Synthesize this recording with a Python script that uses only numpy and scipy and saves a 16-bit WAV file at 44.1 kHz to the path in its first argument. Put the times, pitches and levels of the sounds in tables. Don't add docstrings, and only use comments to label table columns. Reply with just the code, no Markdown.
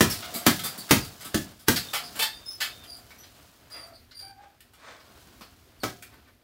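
import sys
import numpy as np
from scipy import signal
from scipy.fft import rfft, irfft
from scipy.io import wavfile

SR = 44100
rng = np.random.default_rng(int(sys.argv[2]) if len(sys.argv) > 2 else 0)


def pcm_store(signal):
    levels = np.round(np.clip(np.atleast_2d(signal), -1, 1) * 32767)
    wavfile.write(sys.argv[1], SR, levels.astype(np.int16).T)


def level_to_linear(level):
    exponent = np.asarray(level, float) / 20
    return 10 ** exponent


N = 283563
EDGE_HZ = 15800


def evened(x):
    return x / np.sqrt(np.mean(x ** 2) + 1e-20)


def read(points, hz):
    f, value = np.transpose(points)
    return np.interp(np.log(hz + 1), np.log(f + 1), value)


def add(mix, s, sound):
    part = mix[round(s * SR):][:len(sound)]
    part += sound[:len(part)]


def coloured(x, *spectra):
    hz = np.fft.rfftfreq(len(x), 1 / SR)
    gain_db = sum(read(s, hz) for s in spectra)
    return evened(irfft(rfft(x) * level_to_linear(gain_db), len(x)))


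def wander(size, hz):
    noise = rng.standard_normal(size + 2000)
    slow = signal.lfilter([1], [1, -np.exp(-2 * np.pi * hz / SR)], noise)
    return evened(slow[2000:])


def crackle(size, spread_db):
    return rng.standard_normal(size) * level_to_linear(spread_db * wander(size, 390))


def ring(modes, seconds):
    t = np.arange(round(seconds * SR)) / SR
    return sum(level_to_linear(db - 60 * t / t60) * np.sin(2 * np.pi * (hz * t + rng.random())) for hz, db, t60 in modes)


def stroke(length, level_db, peak, rise_db, fade_db):
    u = np.linspace(0, 1, round(length * SR))
    return u, level_db - np.interp(u, [0, peak, 1], [rise_db, 0, fade_db])


# (pitch [Hz], level [dB per Hz])
HUM_COLOUR = [(15, -35.5), (25, 5.5), (66, 5), (117, 2), (175, -15.5), (249, -2.5), (516, -14.5),
              (677, -16.5), (988, -23.5), (1290, -19), (1940, -18), (4610, -22.5), (7510, -29.5),
              (14400, -24), (16000, -33.5)]


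def house_hum():
    level_db = -59 + 2.7 * wander(N, 1)
    return level_to_linear(level_db) * coloured(rng.standard_normal(N), HUM_COLOUR)


# (time [s], effort [dB])
EFFORT = [(0, -39), (.55, -43.5), (.86, -44), (1.15, -49), (1.48, -51), (1.72, -66), (1.86, -43.5),
          (2.15, -46.5), (2.5, -55.5), (2.75, -49.5), (2.93, -56), (3.4, -53.5), (4.05, -66.5), (4.6, -67),
          (5.2, -54), (5.75, -62), (6.0, -60), (6.43, -70.5)]
# (pitch [Hz], level [dB per Hz])
CLOTH_COLOUR = [(88, -24), (150, -4), (522, -9.5), (710, -4.5), (787, -10), (1420, -8.5), (1870, -14),
                (5000, -18), (6500, -51), (11000, -120)]
# (pitch [Hz], level [dB per Hz])
RUSTLE_COLOUR = [(1500, -30), (3000, 3), (5000, 3.5), (6500, 2), (10500, -2), (13000, -2.5), (16000, 1)]


def moves():
    t = np.arange(N) / SR
    effort_db = np.interp(t, *np.transpose(EFFORT))
    shiver = np.zeros(N)
    for s, slap_db, *_ in PUNCHES:
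        shiver += level_to_linear(slap_db - 20.5) * np.exp(-np.maximum(t - s, 0) / 0.045) * (t > s)
    low_level = level_to_linear(0.85 * effort_db - 12 + 2.23 * wander(N, 6.1))
    low = low_level * coloured(crackle(N, 1.16), CLOTH_COLOUR)
    high_level = (level_to_linear(1.096 * effort_db + 1) + shiver) * level_to_linear(1.4 * wander(N, 29))
    return low + high_level * coloured(crackle(N, 2.1), RUSTLE_COLOUR)


def swish(slap_db):
    t = np.arange(round(.02 * SR)) / SR
    noise = coloured(rng.standard_normal(len(t)), STRAP_COLOUR, [(4000, -13), (7000, -13)])
    return level_to_linear(slap_db - 60 + 1830 * t) * noise


# (time [s], slap level [dB], thud level [dB], contact [s], extra body level [dB])
PUNCHES = [
    (0.007, -5, -17.5, 0.0069, 1),
    (0.465, -2, -18.5, 0.0069, -0.5),
    (0.909, -3, -18.5, 0.0079, -2),
    (1.344, -11.5, -22.5, 0.0049, -4.5),
    (1.683, -2, -19, 0.0034, -0.5),
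    (5.834, -16.5, -34.5, 0.0098, 6),
]
# (pitch [Hz], level [dB per Hz])
SLAP_COLOUR = [(240, -11), (400, -2), (496, -9), (949, -10.5), (1380, -10), (1680, -8.5), (1870, -13.5),
               (4730, -15.5), (10400, -17), (12900, -16), (16000, -17)]


def punch(s, slap_db, thud_db, contact, body_db):
    t = np.arange(round(.3 * SR)) / SR
    treble_db = -11.5 + 0.28 * slap_db
    balance = [(1200, body_db), (2200, 0.004), (5000, 0.0066), (8000, treble_db + 8)]
    slap = coloured(crackle(len(t), 1.96), SLAP_COLOUR, balance)
    shape = np.minimum(t / 0.00069, 1) * np.exp(-t / contact)
    return s, level_to_linear(slap_db - 2) * slap * shape


# (pitch [Hz], level [dB], dying time [s])
BAG_TONES = [(98.4, -6, 0.15), (224.5, -1, 0.21), (300, -0.5, 0.14), (375, -4.5, 0.11)]
# (pitch [Hz], level [dB per Hz])
STUFFING_COLOUR = [(24, -46), (40, -16), (86, -8.5), (144, -5.5), (222, -7.5), (399, -10.5), (483, -41),
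                   (585, -21), (700, -21.5), (910, -50), (1540, -120)]
# (time [s], level [dB])
BUMPS = [
    (0.346, -39),
    (0.649, -43),
    (0.785, -46.5),
    (1.256, -48),
    (2.159, -49),
    (2.699, -58),
    (5.408, -51.5),
    (6.169, -62.5),
]


def thump(db):
    t = np.arange(round(.4 * SR)) / SR
    shell = np.zeros(len(t))
    for hz, level_db, t60 in BAG_TONES:
        turn = 2 * np.pi * hz * rng.uniform(0.96, 1.05) * t
        shell += level_to_linear(level_db - 75 * t / t60) * np.sin(turn)
    noise = rng.standard_normal(len(t))
    stuffing = coloured(noise, STUFFING_COLOUR, [(90, -4.5), (170, 2.5)]) * level_to_linear(-60 * t / 0.23)
    push = 1 + level_to_linear(-2) * np.exp(-t / 0.011)
    thud = (shell + stuffing) * (1 - np.exp(-t / 0.0013)) * push
    return level_to_linear(db + 0.5) * thud / np.sqrt(np.mean(thud[:1000] ** 2))


# (pitch [Hz], level [dB], dying time [s])
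CHAIN_TONES = [(710, -30.5, 0.99), (4400, -19, 0.29), (5600, -5, 0.075), (1430, -42, 0.265)]


def ringing_steel(blows):
    return level_to_linear(-28.5) * signal.fftconvolve(blows, ring(CHAIN_TONES, 0.75))[:N]


# (pitch [Hz], dying time [s])
ROOM_TIMES = [(100, 0.66), (260, 0.23), (700, 0.22), (1840, 0.25), (4850, 0.25), (12800, 0.2)]


def room(x):
    taps = np.zeros(SR // 2)
    at = np.arange(120, len(taps) - 20, 20)
    taps[at + rng.integers(0, 20, len(at))] = rng.choice([-1., 1.], len(at))
    hz, t, z = signal.stft(taps, SR, nperseg=256)
    fading = z * level_to_linear(-60 * t / read(ROOM_TIMES, hz)[:, None])
    tail = signal.istft(fading, SR, nperseg=256)[1]
    return signal.fftconvolve(x, tail / np.linalg.norm(tail))[:N]


# (time [s], peak level [dB], treble level re peak [dB], rattle length [s], loudest pitch [Hz])
JERKS = [(0.0974, -21, 0, 0.04, 5160), (0.5916, -23, -6.5, 0.016, 3820), (0.8884, -26, -6, 0.036, 1450),
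         (1.204, -33.5, -4, 0.038, 3180), (1.591, -43, 0, 0.037, 5400), (1.759, -15, -5.5, 0.021, 4400),
         (2.22, -13.5, -4, 0.024, 3480), (2.602, -18, -9, 0.047, 3160), (2.961, -45, 10, 0.032, 4890),
         (3.233, -42, -14, 0.023, 4400), (4.1104, -40, -15, 0.017, 4600), (4.191, -41, -4, 0.016, 4670),
         (6.023, -31, -2, 0.011, 2500)]
STRAPS = [(0.2228, -29, -21, 0.024, 3520), (0.3377, -22.5, 3.5, 0.048, 4870), (0.635, -20, 2, 0.039, 3920),
          (0.777, -28.5, 7.5, 0.023, 4610), (1.0394, -34, 1, 0.027, 4900), (1.2447, -29, 1, 0.031, 3200),
          (1.9314, -17, -7, 0.04, 3120), (2.15, -30, -3.5, 0.07, 3200), (2.1913, -15, -4, 0.02, 3200),
          (3.697, -43.5, -3, 0.035, 4800), (3.866, -48, 5, 0.021, 4720), (4.7324, -45.5, -5.5, 0.026, 2950),
          (5.002, -45, -34, 0.011, 5100), (5.4084, -35, -13.5, 0.021, 1080),
          (6.138, -47, -7.5, 0.011, 4130), (6.275, -53, -10.5, 0.018, 2930), (3.103, -39, -10, 0.02, 2500)]
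TICKS = [
    (2.835, -38.5, -5, 0.016, 3300),
    (4.605, -38, -2, 0.0064, 3120),
]
# (pitch [Hz], level [dB per Hz])
STRAP_COLOUR = [(240, -35.5), (400, -14.5), (730, -1.5), (1030, -8.5), (1220, 2), (2320, -3.5), (2750, -6),
                (3310, -2), (5190, -2.5), (5780, -12), (10200, -12), (12500, -8), (16000, -12.5)]


def snap(s, peak_db, treble_db, length, hz, low_db, ring_db):
    t = np.arange(round(.3 * SR)) / SR
    shape = np.minimum(t / (0.12 * length), 1) * np.exp(-(t / length) ** 1.9)
    rattle = shape * crackle(len(t), 1.7)
    links = ring([(link_hz, 0, .03) for link_hz in 1500 * 8 ** rng.random(10)], .1)
    rattle += level_to_linear(-40) * signal.oaconvolve(rattle, links)[:len(t)]
    balance = [(700, low_db + 14), (1800, 0.044), (5500, 0.0014), (7500, treble_db + 11.5),
               (12500, treble_db + 8)]
    pitch = [(hz / 1.6, 0), (hz, ring_db), (hz * 1.2, 0)]
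    burst = coloured(rattle, STRAP_COLOUR, balance, pitch)
    return s, level_to_linear(peak_db - 7.5) * burst * np.sqrt(np.mean(shape ** 2))


# (time [s], length [s], level [dB], first pitch [Hz], last pitch [Hz])
HOOK_JOLTED = [
    (.1, 0.056, -34, 5300, 4940),
    (.35, 0.029, -41.5, 4800, 4430),
    (.64, 0.082, -36.5, 4760, 4780),
    (.78, 0.056, -39, 4550, 4400),
    (1.0, .08, -41, 4900, 4500),
    (2.03, 0.079, -45, 4840, 4990),
    (3.93, .08, -54.5, 4720, 4490),
    (3.93, .07, -59, 4290, 4280),
]
HOOK_STEADY = [
    (2.455, 0.12, -38, 5140, 5170),
    (2.865, .13, -43, 4840, 4830),
    (2.9, .07, -47, 4800, 4340),
    (3.705, .17, -40.5, 4880, 4590),
    (4.14, 0.19, -43, 4740, 4610),
    (2.335, 0.073, -47.5, 4880, 4600),
    (5.8, .036, -48, 4700, 3900),
    (2.04, 0.072, -50, 4200, 4950),
]
HOOK_HIGH = [
    (2.505, .085, -54, 6000, 5930),
    (3.18, .065, -52, 5830, 5900),
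]


def hook(s, length, level_db, first_hz, last_hz, wobble, octave_db):
    u, level_db = stroke(length, level_db, .3, 7, 14)
    hz = (first_hz + (last_hz - first_hz) * u) * (1 + .008 * np.sin(np.pi * u))
    turn = 2 * np.pi * np.cumsum(hz * (1 + wobble * wander(len(hz), 300))) / SR
    grip = level_to_linear(level_db + 1.5 + 3.4 * wander(len(hz), 60)) * signal.windows.tukey(len(hz), .2)
    third = level_to_linear(-6) * np.sin(3 * turn) * (3 * hz < EDGE_HZ)
    return s, grip * (np.sin(turn) + level_to_linear(octave_db) * (np.sin(2 * turn) + third))


# (time [s], length [s], level [dB], pitch [Hz], overtone tilt [dB per partial])
FEET = [
    (.22, 0.089, -44.5, 715, 0),
    (.33, 0.12, -38, 695.4, -10),
    (1.76, 0.048, -43, 718.6, 1.5),
    (2.19, .11, -39, 885, 2.5),
    (2.83, 0.28, -50.5, 699, -14.5),
    (3.73, 0.11, -52, 677, 0.5),
    (3.82, .17, -48, 672, -10),
    (4.215, 0.147, -50, 788, -4.5),
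    (4.35, .19, -51, 810, -12),
]


def creak(s, length, level_db, top_hz, tilt_db):
    u, level_db = stroke(length, level_db, 0.45, 3.5, 9)
    hz = top_hz * (1 - 0.023 * (2 * u - 1) ** 2)
    turn = 2 * np.pi * np.cumsum(hz * (1 + 0.0279 * wander(len(hz), 85))) / SR
    slope_db = tilt_db - 3.5 * u
    stack = np.zeros(len(u))
    for k in range(7):
        stack += level_to_linear(slope_db * min(k, 4) - 9 * max(k - 4, 0)) * np.sin((k + 1) * turn)
    grip = level_to_linear(level_db - 1 + 3.3 * wander(len(hz), 23.2))
    return s, grip * stack * signal.windows.tukey(len(hz), .2)


# (time [s], length [s], level [dB])
CHAIN_RINGS = [
    (1.84, .04, -46),
    (1.885, 0.04, -46),
    (2.3, .26, -57),
    (2.68, .18, -55),
]


def chain_ring(s, length, level_db):
    u, level_db = stroke(length, level_db, 0.18, 3, 9)
    turn = 2 * np.pi * np.cumsum(3630 * (1 + 0.0031 * wander(len(u), 60))) / SR
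    grip = level_to_linear(level_db + 5.5 + 3.8 * wander(len(u), 30))
    return s, grip * np.sin(turn) * signal.windows.tukey(len(u), .2)


# (time [s], length [s], level [dB], share of length before the peak [0-1])
STEPS = [
    (3.68, 0.31, -44.5, 0.32),
    (4.2, 0.11, -52.5, .1),
    (4.37, .15, -53, 0.49),
    (4.76, .33, -41.5, 0.39),
    (6.06, 0.153, -54.5, .55),
    (6.22, 0.12, -56.5, .55),
]
# (pitch [Hz], level [dB per Hz])
SCUFF_COLOUR = [(180, -45), (300, -6), (399, -10), (441, -10.5), (629, -0.5), (767, -9), (1180, -3),
                (2360, -8.5), (2840, -16), (3570, -13), (9000, -25.5), (11700, -58), (19800, -120)]


def step(s, length, level_db, peak):
    u, level_db = stroke(length, level_db, peak, 17, 25)
    grains = coloured(crackle(len(u), 2.4), SCUFF_COLOUR)
    return s, level_to_linear(level_db - 4) * grains * signal.windows.tukey(len(u), .2)


def scene():
    slaps, thuds, snaps, squeaks = np.zeros((4, N))
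    for row in PUNCHES:
        s, slap = punch(*row)
        add(slaps, s, slap)
        add(slaps, max(s - .02, 0), swish(row[1]))
        add(thuds, s, thump(row[2]))
    for s, db in BUMPS:
        add(thuds, s, thump(db))
    for rows, low_db, ring_db in (STRAPS, -9, 5), (JERKS, -20, 6), (TICKS, -30, 13):
        for row in rows:
            add(snaps, *snap(*row, low_db, ring_db))
    for rows, wobble, octave_db in (HOOK_STEADY, .0108, -11), (HOOK_HIGH, .0108, -2), (HOOK_JOLTED, .048, -13):
        for row in rows:
            add(squeaks, *hook(*row, wobble, octave_db))
    for rows, source in (FEET, creak), (CHAIN_RINGS, chain_ring), (STEPS, step):
        for row in rows:
            add(squeaks, *source(*row))
    links = ringing_steel(snaps + level_to_linear(-9) * slaps)
    blend = np.sin(np.arange(N) / SR * 3.6) ** 2
    sent = level_to_linear(-2.5) * slaps + level_to_linear(-1.5) * snaps + level_to_linear(-5) * squeaks + level_to_linear(-12.5) * thuds
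    wet = room(sent * np.sqrt(blend)) + room(sent * np.sqrt(1 - blend))
    direct = level_to_linear(-2) * (slaps + snaps) + thuds + squeaks + links
    return (direct + wet + moves() + house_hum())[None]


def low_pass(x):
    return signal.sosfilt(signal.butter(12, 16980, fs=SR, output="sos"), x)


def record(dry):
    dry = signal.sosfilt(signal.butter(3, 55, "highpass", fs=SR, output="sos"), dry)
    dry = 1.5 * np.tanh(dry / 1.5)
    lowpass = signal.firwin(401, EDGE_HZ, window=("kaiser", 6), fs=SR)
    limited = signal.oaconvolve(dry, lowpass[None], "same")
    mix = limited + level_to_linear(-43) * dry
    return low_pass(mix)


dry = scene()
out = record(dry)
pcm_store(out)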